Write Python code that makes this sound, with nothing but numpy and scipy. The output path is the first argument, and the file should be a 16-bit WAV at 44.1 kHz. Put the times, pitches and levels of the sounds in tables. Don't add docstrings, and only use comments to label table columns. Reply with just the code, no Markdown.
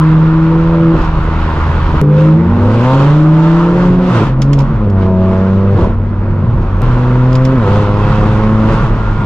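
import sys
import numpy as np
from scipy import signal
from scipy.fft import rfft, irfft, next_fast_len
from scipy.io import wavfile
from scipy.ndimage import uniform_filter1d, minimum_filter1d, map_coordinates

SR = 44100
rng = np.random.default_rng(int(sys.argv[2]) if len(sys.argv) > 2 else 0)


def volts_from_db(level):
    exponent = np.asarray(level, float) / 20
    return 10 ** exponent


def wav_record(signal):
    frames = np.transpose(np.atleast_2d(signal))
    bounded = np.clip(frames, -1, 1)
    quanta = np.round(bounded * 32767).astype(np.int16)
    wavfile.write(sys.argv[1], SR, quanta)


N = 407925

CUTS_S = [2.0148, 6.819]
# (time [s], pulse rate [Hz], fundamental [dB], load level that sets the overtones [dB],
# sharpness [dB per multiple])
ENGINE_NOTE = [(0.0, 78.4, -29.5, -18.5, -2.3), (0.35, 80.32, -25, -20, -0.9),
               (0.7, 82.7, -22.5, -18.5, 0.1), (0.92, 82.1, -19, -15.5, 1), (0.98, 80.1, -23.5, -29.5, -2),
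               (1.6, 79.8, -13, -35, -0.3), (2.014, 78.57, -14.5, -31, -1), (2.015, 71.5, -31, -19, 1.5),
               (2.2, 77.27, -25, -23, -5), (2.35, 79.43, -24, -17.5, -3), (2.5, 89.9, -10.5, -28, -4),
               (2.65, 101.0, -11.5, -28.0, 1.0), (2.8, 117.2, -9.5, -23.0, 1.5),
               (2.95, 136.6, -4.5, -21.5, -2.5), (3.2, 153.4, -4, -25.5, -3.7),
               (3.48, 162.7, -6, -34.5, -8), (3.8, 177.0, -10.5, -30, -2.5), (4.12, 182.8, -10.5, -30.5, 2),
               (4.17, 159.2, -36, -34, 6), (4.24, 136.0, -16, -34.5, 0), (4.35, 128.9, -11.5, -41.5, -3.5),
               (4.52, 142.6, -7, -26.5, -5), (4.64, 134.6, -8, -32.0, -3.5), (4.75, 109.6, -19, -34.5, 0.5),
               (4.95, 95.6, -10.5, -25.5, 0.2), (5.15, 92.8, -9.5, -17.5, -0.2),
               (5.35, 93.97, -10, -20, 1.2), (5.515, 95.9, -10, -19, -0.5), (5.74, 98.6, -6.5, -22.5, 1.2),
               (5.82, 95.7, -15.5, -42.5, 1.5), (6.3, 96.6, -13.0, -39, -4.5), (6.5, 92.4, -17.5, -39.5, 0),
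               (6.818, 93.4, -14.0, -37, -4.5), (6.819, 121.0, -10.5, -33.5, -2),
               (7.15, 124.7, -9.5, -25.5, -1.5), (7.55, 132, -7.5, -23.5, -3.5),
               (7.66, 97.3, -12.5, -26.5, 3), (7.76, 103.5, -8, -23, 1), (7.86, 101.4, -12, -31, 1.6),
               (8.22, 105.2, -11, -27.5, 1.5), (8.36, 106.5, -12.5, -26, 0.3),
               (8.66, 109.5, -10.5, -23.5, -0.5), (8.75, 110.9, -18, -33.5, 0.7),
               (9.0, 106.8, -15, -40, 0.4), (9.25, 104.8, -15.5, -39, -5)]


def unit(x):
    return x / np.sqrt(np.mean(x ** 2) + 1e-20)


def along(points, hz):
    f, v = np.transpose(points)
    return np.interp(np.log(hz + 1), np.log(f + 1), v)


def curves(rows):
    s, *cols = np.transpose(rows)
    t = np.arange(N) / SR
    return np.array([np.interp(t, s, c) for c in cols])


def swells(rows, floor_db=-90):
    t = np.arange(N) / SR
    bells = sum(volts_from_db(db) * np.exp(-((t - s) / half) ** 2) for s, half, db in rows)
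    return 20 * np.log10(volts_from_db(floor_db) + bells)


def wobble(knots_per_s):
    knots = rng.standard_normal(int(N * knots_per_s / SR) + 4)
    return map_coordinates(knots, [np.arange(N) * knots_per_s / SR])


def stretch():
    return np.searchsorted(CUTS_S, np.arange(N) / SR)


def filtered(x, response):
    m = next_fast_len(N + SR // 2)
    return irfft(rfft(x, m) * response(np.fft.rfftfreq(m, 1 / SR)), m)[..., :N]


def resonances(modes, f):
    total = 0
    for k, (centre, width, db) in enumerate(modes):
        total = total + (-1) ** k * volts_from_db(db) * 1j * f * width / (centre * centre - f * f + 1j * f * width)
    return total


def turning(rate_hz):
    return 2 * np.pi * np.cumsum(rate_hz) / SR


def stack(phase, levels_db, waver_db, lean_rad):
    total = 0
    for k, db in enumerate(levels_db):
        level = np.sqrt(2) * volts_from_db(db + waver_db * np.sqrt(k + 1) * wobble(9))
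        total = total - level * np.cos((k + 1) * phase + lean_rad * k)
    return total


def overtones(rate_hz, orders, level_db, sharp_db, odd_db=0):
    # (frequency [Hz], gain [dB])
    body = [(140, 5.5), (165, .4), (195, 0.3), (215, 4), (240, 0.2), (265, -2.5), (290, -3), (320, 4),
            (350, 0.6), (380, -2), (410, 0.8), (450, -2.2), (490, 0.2), (520, 4), (560, 1), (600, -0.4),
            (625, -7.5), (652, 3.5), (690, -12.5), (745, -4), (800, -9.5)]
    return [level_db + db + sharp_db * (k - 1) + odd_db * (k % 2) + along(body, (k + 2) * rate_hz)
            for k, db in enumerate(orders)]


def through_pipe(rate_hz, levels_db, count, rasp_db):
    # (frequency [Hz], width [Hz], gain [dB])
    pipe = [(770, 90, -2), (915, 70, 3), (1040, 100, 0), (1250, 200, -3)]
    upper = range(len(levels_db) + 1, count + 1)
    return levels_db + [rasp_db + 20 * np.log10(abs(resonances(pipe, k * rate_hz))) for k in upper]


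def engine():
    engine_orders = [9, 0.5, 0.86, -1.1, -7, -2.4]
    # (time [s], level [dB])
    rasp = [(0, -44), (2.3, -46), (2.9, -33), (3.1, -32), (3.5, -38), (4.3, -50), (4.9, -44), (5.1, -33),
            (5.7, -34), (5.9, -55), (6.8, -55), (7.0, -41), (7.5, -35), (7.72, -29), (7.9, -33),
            (8.65, -32), (8.9, -55)]
    rate_hz, first_db, load_db, sharp_db = curves(ENGINE_NOTE)
    odd_db = .68 * np.minimum(first_db - load_db - 13, 0)
    levels_db = [first_db] + overtones(rate_hz, engine_orders, load_db, sharp_db, odd_db)
    phase = turning(rate_hz * (1 + .0015 * wobble(25)))
    levels_db = through_pipe(rate_hz, levels_db, count=13, rasp_db=curves(rasp)[0])
    return stack(phase, levels_db, waver_db=.9, lean_rad=.3), phase


def driveline():
    # (time [s], rate [Hz], level [dB], sharpness [dB per multiple])
    shaft_note = [(2.015, 99.45, -25, 1.5), (2.2, 103.3, -22.5, 3.6), (2.5, 116, -25, -2.5),
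                  (2.85, 127.8, -22, 0), (3.3, 147, -27.5, 0.6), (3.75, 153.3, -26, 1),
                  (3.87, 138.7, -25, -1.8), (4.12, 123.6, -29, -3), (4.22, 105.7, -21.5, 0.7),
                  (4.3, 109, -39.5, -3), (4.8, 108.7, -34, -2.5), (5.3, 111.2, -33.5, -2.5),
                  (5.8, 112.6, -40.5, -6), (6.05, 115.5, -37.5, -7), (6.5, 115.9, -34.5, -6),
                  (6.75, 110.8, -46.5, -4.5)]
    shaft_orders = [5, -0.7, -2.1, -3.5]
    # (time [s], half length [s], level [dB])
    shudders = [(3.87, 0.057, -23.5), (4.17, .07, -8), (4.8, 0.068, -28), (6.5, .05, -8.5)]
    # (time [s], half length [s], level [dB])
    slip_rasp = [(2.55, .15, -33), (2.92, .1, -23), (3.43, .1, -28), (3.67, .08, -30)]
    rate_hz, level_db, sharp_db = curves(shaft_note)
    first_db = swells(shudders, floor_db=-42.5)
    levels_db = [first_db] + overtones(rate_hz, shaft_orders, level_db, sharp_db)
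    levels_db = through_pipe(rate_hz, levels_db, count=9, rasp_db=swells(slip_rasp, floor_db=-49))
    return (stretch() == 1) * stack(turning(rate_hz), levels_db, waver_db=1.1, lean_rad=1.3)


def pops(modes, rate_hz):
    kicks = (rng.random((2, N)) < rate_hz / SR) * rng.standard_normal((2, N))
    soft = lambda f: f ** 2 / (f ** 2 + 55 ** 2) / (1 + 1j * f / 1500) ** 3
    return unit(filtered(kicks, lambda f: resonances(modes, f) * soft(f)))


def burble(air_swing_db):
    # (frequency [Hz], width [Hz], gain [dB])
    box = [(84.5, 67, 9), (212, 102, 6), (332, 74.8, 4), (536, 162, -1.5), (1020, 310, -9.5)]
    # (time [s], half length [s], level [dB])
    lift_offs = [(.975, .035, -13.5), (1.95, .05, -22.5), (4.2, 0.042, -16.5), (5.81, .06, -12.5),
                 (2.98, 0.081, -21), (7.74, 0.096, -20), (8.72, .1, -19)]
    burble_db = [-23, -19.5, -19.5]
    level_db = swells(lift_offs, np.take(burble_db, stretch()) + .2 * air_swing_db)
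    rattle = pops(box, rate_hz=900)
    low = filtered(rattle, lambda f: 1 / (1 + (f / 130) ** 6))
    kept = volts_from_db(-.4 * np.clip(curves(ENGINE_NOTE)[0] - 130, 0, None))
    return volts_from_db(level_db + 1.2 * wobble(12)) * (rattle - (1 - kept) * low)


def boom():
    # (frequency [Hz], width [Hz], gain [dB])
    boom_mode = [(136.6, 30, 0)]
    # (time [s], half length [s], level [dB])
    booms = [(.82, 0.054, -18), (1.2, 0.036, -23), (1.75, .2, -17), (3.95, 0.23, -17.5), (4.28, .05, -15),
             (4.72, 0.076, -12), (5.8, .05, -16.5), (6.33, 0.046, -14), (6.5, 0.11, -15.5),
             (7.62, 0.045, -21), (8.2, 0.44, -19.5), (8.72, 0.037, -11.5), (8.83, .04, -10.5),
             (9.22, .05, -18.5)]
    ringing = unit(filtered(pops(boom_mode, rate_hz=150), lambda f: resonances(boom_mode, f)))
    return volts_from_db(swells(booms, floor_db=-33)) * ringing


def cracks():
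    # (time [s], level before a 2.5 dB cut [dB])
    crack_rows = [(4.375, -23), (4.583, -15.5), (4.601, -9.5), (5.786, -11.5), (5.846, -7), (7.157, -7.5),
                  (8.773, -15.5)]
    t60_s = .04
    out, t = np.zeros(N + SR), np.arange(SR // 10) / SR
    for s, db in crack_rows:
        hz = 960 * (1 + .04 * rng.standard_normal())
        out[round(s * SR):][:len(t)] += volts_from_db(db - 2.5 - 60 * t / t60_s) * np.sin(2 * np.pi * hz * t)
    return out[:N]


def clicks():
    # (time [s], level before a 4 dB cut and the trim [dB], left-right [dB])
    click_rows = [(.985, -30, -1), (1.015, -25.5, -1), (1.045, -29, -3), (4.4178, -9.5, -1.0),
                  (4.5306, -13, -5), (4.587, -18, -9.5), (4.602, -23, -12), (4.618, -30, -5.5),
                  (4.8984, -31.5, -2), (5.018, -39.5, -2), (5.7906, -36, -10), (6.619, -35, -7.5),
                  (7.3282, -21.5, -6.5), (7.3525, -13.5, -1), (7.45, -15, -5.5), (8.1568, -34, -18)]
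    # (frequency [Hz], width [Hz], gain [dB])
    trim = [(1500, 500, -0.5), (2280, 780, 6), (3400, 690, 5.5), (5140, 900, 5.5), (7000, 900, 1.5),
            (9700, 4700, -10)]
    out, t = np.zeros((2, N + SR)), np.arange(SR // 8) / SR
    attack = 1 - np.exp(-t / .0006)
    shape = attack * (volts_from_db(-60 * t / .035) + .2 * volts_from_db(-60 * t / .14))
    for s, db, pan_db in click_rows:
        near, left, right = rng.standard_normal((3, len(t)))
        gain = volts_from_db(db - 4 + np.array([[pan_db], [-pan_db]]) / 2)
        out[:, round(s * SR):][:, :len(t)] += gain * shape * (near + .6 * np.array([left, right]))
    band = lambda f: f ** 2 / (f ** 2 + 1200 ** 2) / (1 + 1j * f / 9000) ** 3
    return filtered(out[:, :N], lambda f: resonances(trim, f) * band(f))


def tyre_whine():
    # (time [s], half length [s], level [dB])
    whine_swells = [(9.07, .07, -30), (9.23, 0.065, -28)]
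    hz = 1410 + 12 * wobble(12)
    return np.sqrt(2) * volts_from_db(swells(whine_swells)) * np.sin(turning(hz))


def trim_buzz():
    # (time [s], half length [s], level [dB])
    buzz_swells = [(8.02, .06, -42), (8.16, .07, -41), (8.31, .04, -42)]
    # (frequency [Hz], width [Hz], gain per pass [dB])
    buzz_modes = [(2610, 77, -4), (3200, 87, -6.5), (3240, 66, -4.5)]
    buzz = unit(filtered(rng.standard_normal(N), lambda f: resonances(buzz_modes, f) ** 2))
    return volts_from_db(swells(buzz_swells) + 2.5 * wobble(30)) * buzz


def rush(spectrum, patchy_db):
    z = signal.stft(rng.standard_normal((2, N)), nperseg=512)[2]
    field = uniform_filter1d(rng.standard_normal(z.shape[1:]), size=6, axis=0)
    field = uniform_filter1d(field, size=12, axis=1)
    pair = signal.istft(z * volts_from_db(patchy_db * unit(field)), nperseg=512)[1][:, :N]
    return unit(filtered(pair, lambda hz: volts_from_db(along(spectrum, hz))))


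def thump():
    # (time [s], level [dB])
    cabin = [(0.0, -25.5), (0.05, -20.5), (0.72, -17), (0.8, -26.5), (1.0, -13), (1.72, -18), (1.75, -12.5),
             (1.98, -12.5), (2.01, -27.5), (2.29, -25), (2.39, -36.5), (2.5, -20.5), (3.3, -24.5),
             (3.99, -18), (4.17, -27), (4.33, -16.5), (5.69, -22.5), (5.87, -16.5), (6.34, -18.5),
             (6.39, -27.5), (6.57, -11.5), (6.65, -16), (6.98, -10.5), (7.01, -19), (9.2, -12.5),
             (9.25, -25.5)]
    # (frequency [Hz], relative density [dB per Hz])
    thump_spectrum = [(8.8, -29.5), (15, -13), (37, 1), (65, -12), (84, -41.5), (140, -120)]
    level_db = curves(cabin)[0] + .92 * wobble(3.6)
    throb = rush(thump_spectrum, patchy_db=-1.5)
    swell = np.sqrt(abs(uniform_filter1d(throb[0] ** 2, size=2600)) + .1)
    return volts_from_db(level_db) * unit(throb / swell ** .6)


def roar(air_swing_db):
    # (frequency [Hz], relative density [dB per Hz])
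    roar_spectrum = [(400, -31), (600, -8.5), (780, -6), (880, -2), (945, 2), (1180, -2), (1400, -3),
                     (1650, -10), (1900, -12.5), (2500, -19.5), (4000, -61.5)]
    roar_db = [-23.5, -24.5, -23.5]
    return volts_from_db(np.take(roar_db, stretch()) + .68 * air_swing_db) * rush(roar_spectrum, patchy_db=1)


def hiss(hiss_db):
    # (frequency [Hz], relative density [dB per Hz])
    hiss_spectrum = [(900, -40), (1600, -43), (2600, -8), (3500, -12), (5000, -21), (7000, -35),
                     (10000, -53.5), (20000, -100)]
    return volts_from_db(hiss_db + .6 * wobble(25)) * rush(hiss_spectrum, patchy_db=.8)


def sizzle(air_swing_db):
    # (frequency [Hz], relative density [dB per Hz])
    sizzle_spectrum = [(2500, -30), (4500, -9.5), (6000, -3.5), (8000, -11), (10500, -22.5), (15000, -54.5),
                       (20000, -74)]
    sizzle_db = [-58.5, -55.5, -55.5]
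    level_db = np.take(sizzle_db, stretch()) + 1.2 * air_swing_db
    return volts_from_db(level_db + wobble(30)) * rush(sizzle_spectrum, patchy_db=1.2)


def spread(pair):
    # (frequency [Hz], left-right likeness [correlation])
    alike = [(30, .99), (60, .998), (200, .99), (340, .96), (600, .9), (1070, .88), (1900, .7), (4000, .3),
             (9000, .25)]
    turn = lambda hz: np.arccos(np.clip(along(alike, hz), -1, 1)) / 2
    mid, side = filtered(pair, lambda hz: np.array([np.cos(turn(hz)), np.sin(turn(hz))]))
    return np.array([mid + side, mid - side])


def splices():
    step_db = [-2.5, -13]
    settle_s = .002
    t = np.arange(N) / SR
    return sum(volts_from_db(db) * (t >= s) * np.exp(-abs(t - s) / settle_s) for s, db in zip(CUTS_S, step_db))


def scene():
    # (time [s], hiss level [dB])
    air_flow = [(0, -38), (.26, -41), (.9, -40), (1.04, -36), (1.1, -40.5), (1.45, -37), (2.014, -36.5),
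                (2.02, -47.5), (2.08, -49), (2.2, -35), (2.43, -46), (2.95, -29.5), (3.3, -38.5),
                (3.6, -35), (3.71, -39), (3.82, -35), (3.98, -43), (4.17, -29.5), (4.27, -34.5),
                (4.36, -52), (4.6, -44.5), (4.94, -51), (5.02, -40.5), (5.12, -47.5), (5.32, -40),
                (5.7, -45), (5.83, -38), (5.96, -52.5), (6.4, -50), (6.818, -45), (6.83, -38.5),
                (7.1, -41.5), (7.6, -39.5), (7.76, -32.5), (7.9, -40), (8.12, -35), (8.58, -39),
                (8.74, -33), (8.92, -40.5), (9.25, -41.5)]
    hiss_db = curves(air_flow)[0]
    air_swing_db = hiss_db + 40
    note, phase = engine()
    puff = 1 + .15 * np.cos(phase - 1.2)
    around = thump() + burble(air_swing_db) + boom()
    around += puff * (roar(air_swing_db) + hiss(hiss_db) + sizzle(air_swing_db))
    sway = volts_from_db(.3 * wobble(14) * np.array([[1], [-1]]))
    middle = (note + driveline()) * sway + tyre_whine() + trim_buzz() + cracks() + splices()
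    return middle + spread(around) + clicks()


def top_cut(x):
    return signal.sosfilt(signal.butter(12, 16000, fs=SR, output="sos"), x)


def record(dry):
    # (frequency [Hz], left-right [dB])
    balance = [(30, -.8), (60, 0), (300, .1), (600, -.6), (1400, -1.8), (2800, -1), (5000, -.4),
               (10000, .7)]
    # (frequency [Hz], phase by which the left port leads [rad])
    lead = [(0, 0), (950, 0.1), (1810, 1.3), (2330, 0.5), (3530, 1.2)]
    side = np.array([[1], [-1]])
    tilt = lambda hz: volts_from_db(side * along(balance, hz) / 2)
    delay = lambda hz: np.exp(.5j * side * np.interp(hz, *np.transpose(lead)))
    ports = filtered(dry, lambda hz: tilt(hz) * delay(hz))
    needed = np.minimum(1, .99 / (abs(ports).max(axis=0) + 1e-9))
    gain = uniform_filter1d(minimum_filter1d(needed, size=161), size=161)
    return top_cut(ports * gain)


dry = scene()
out = record(dry)
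wav_record(out)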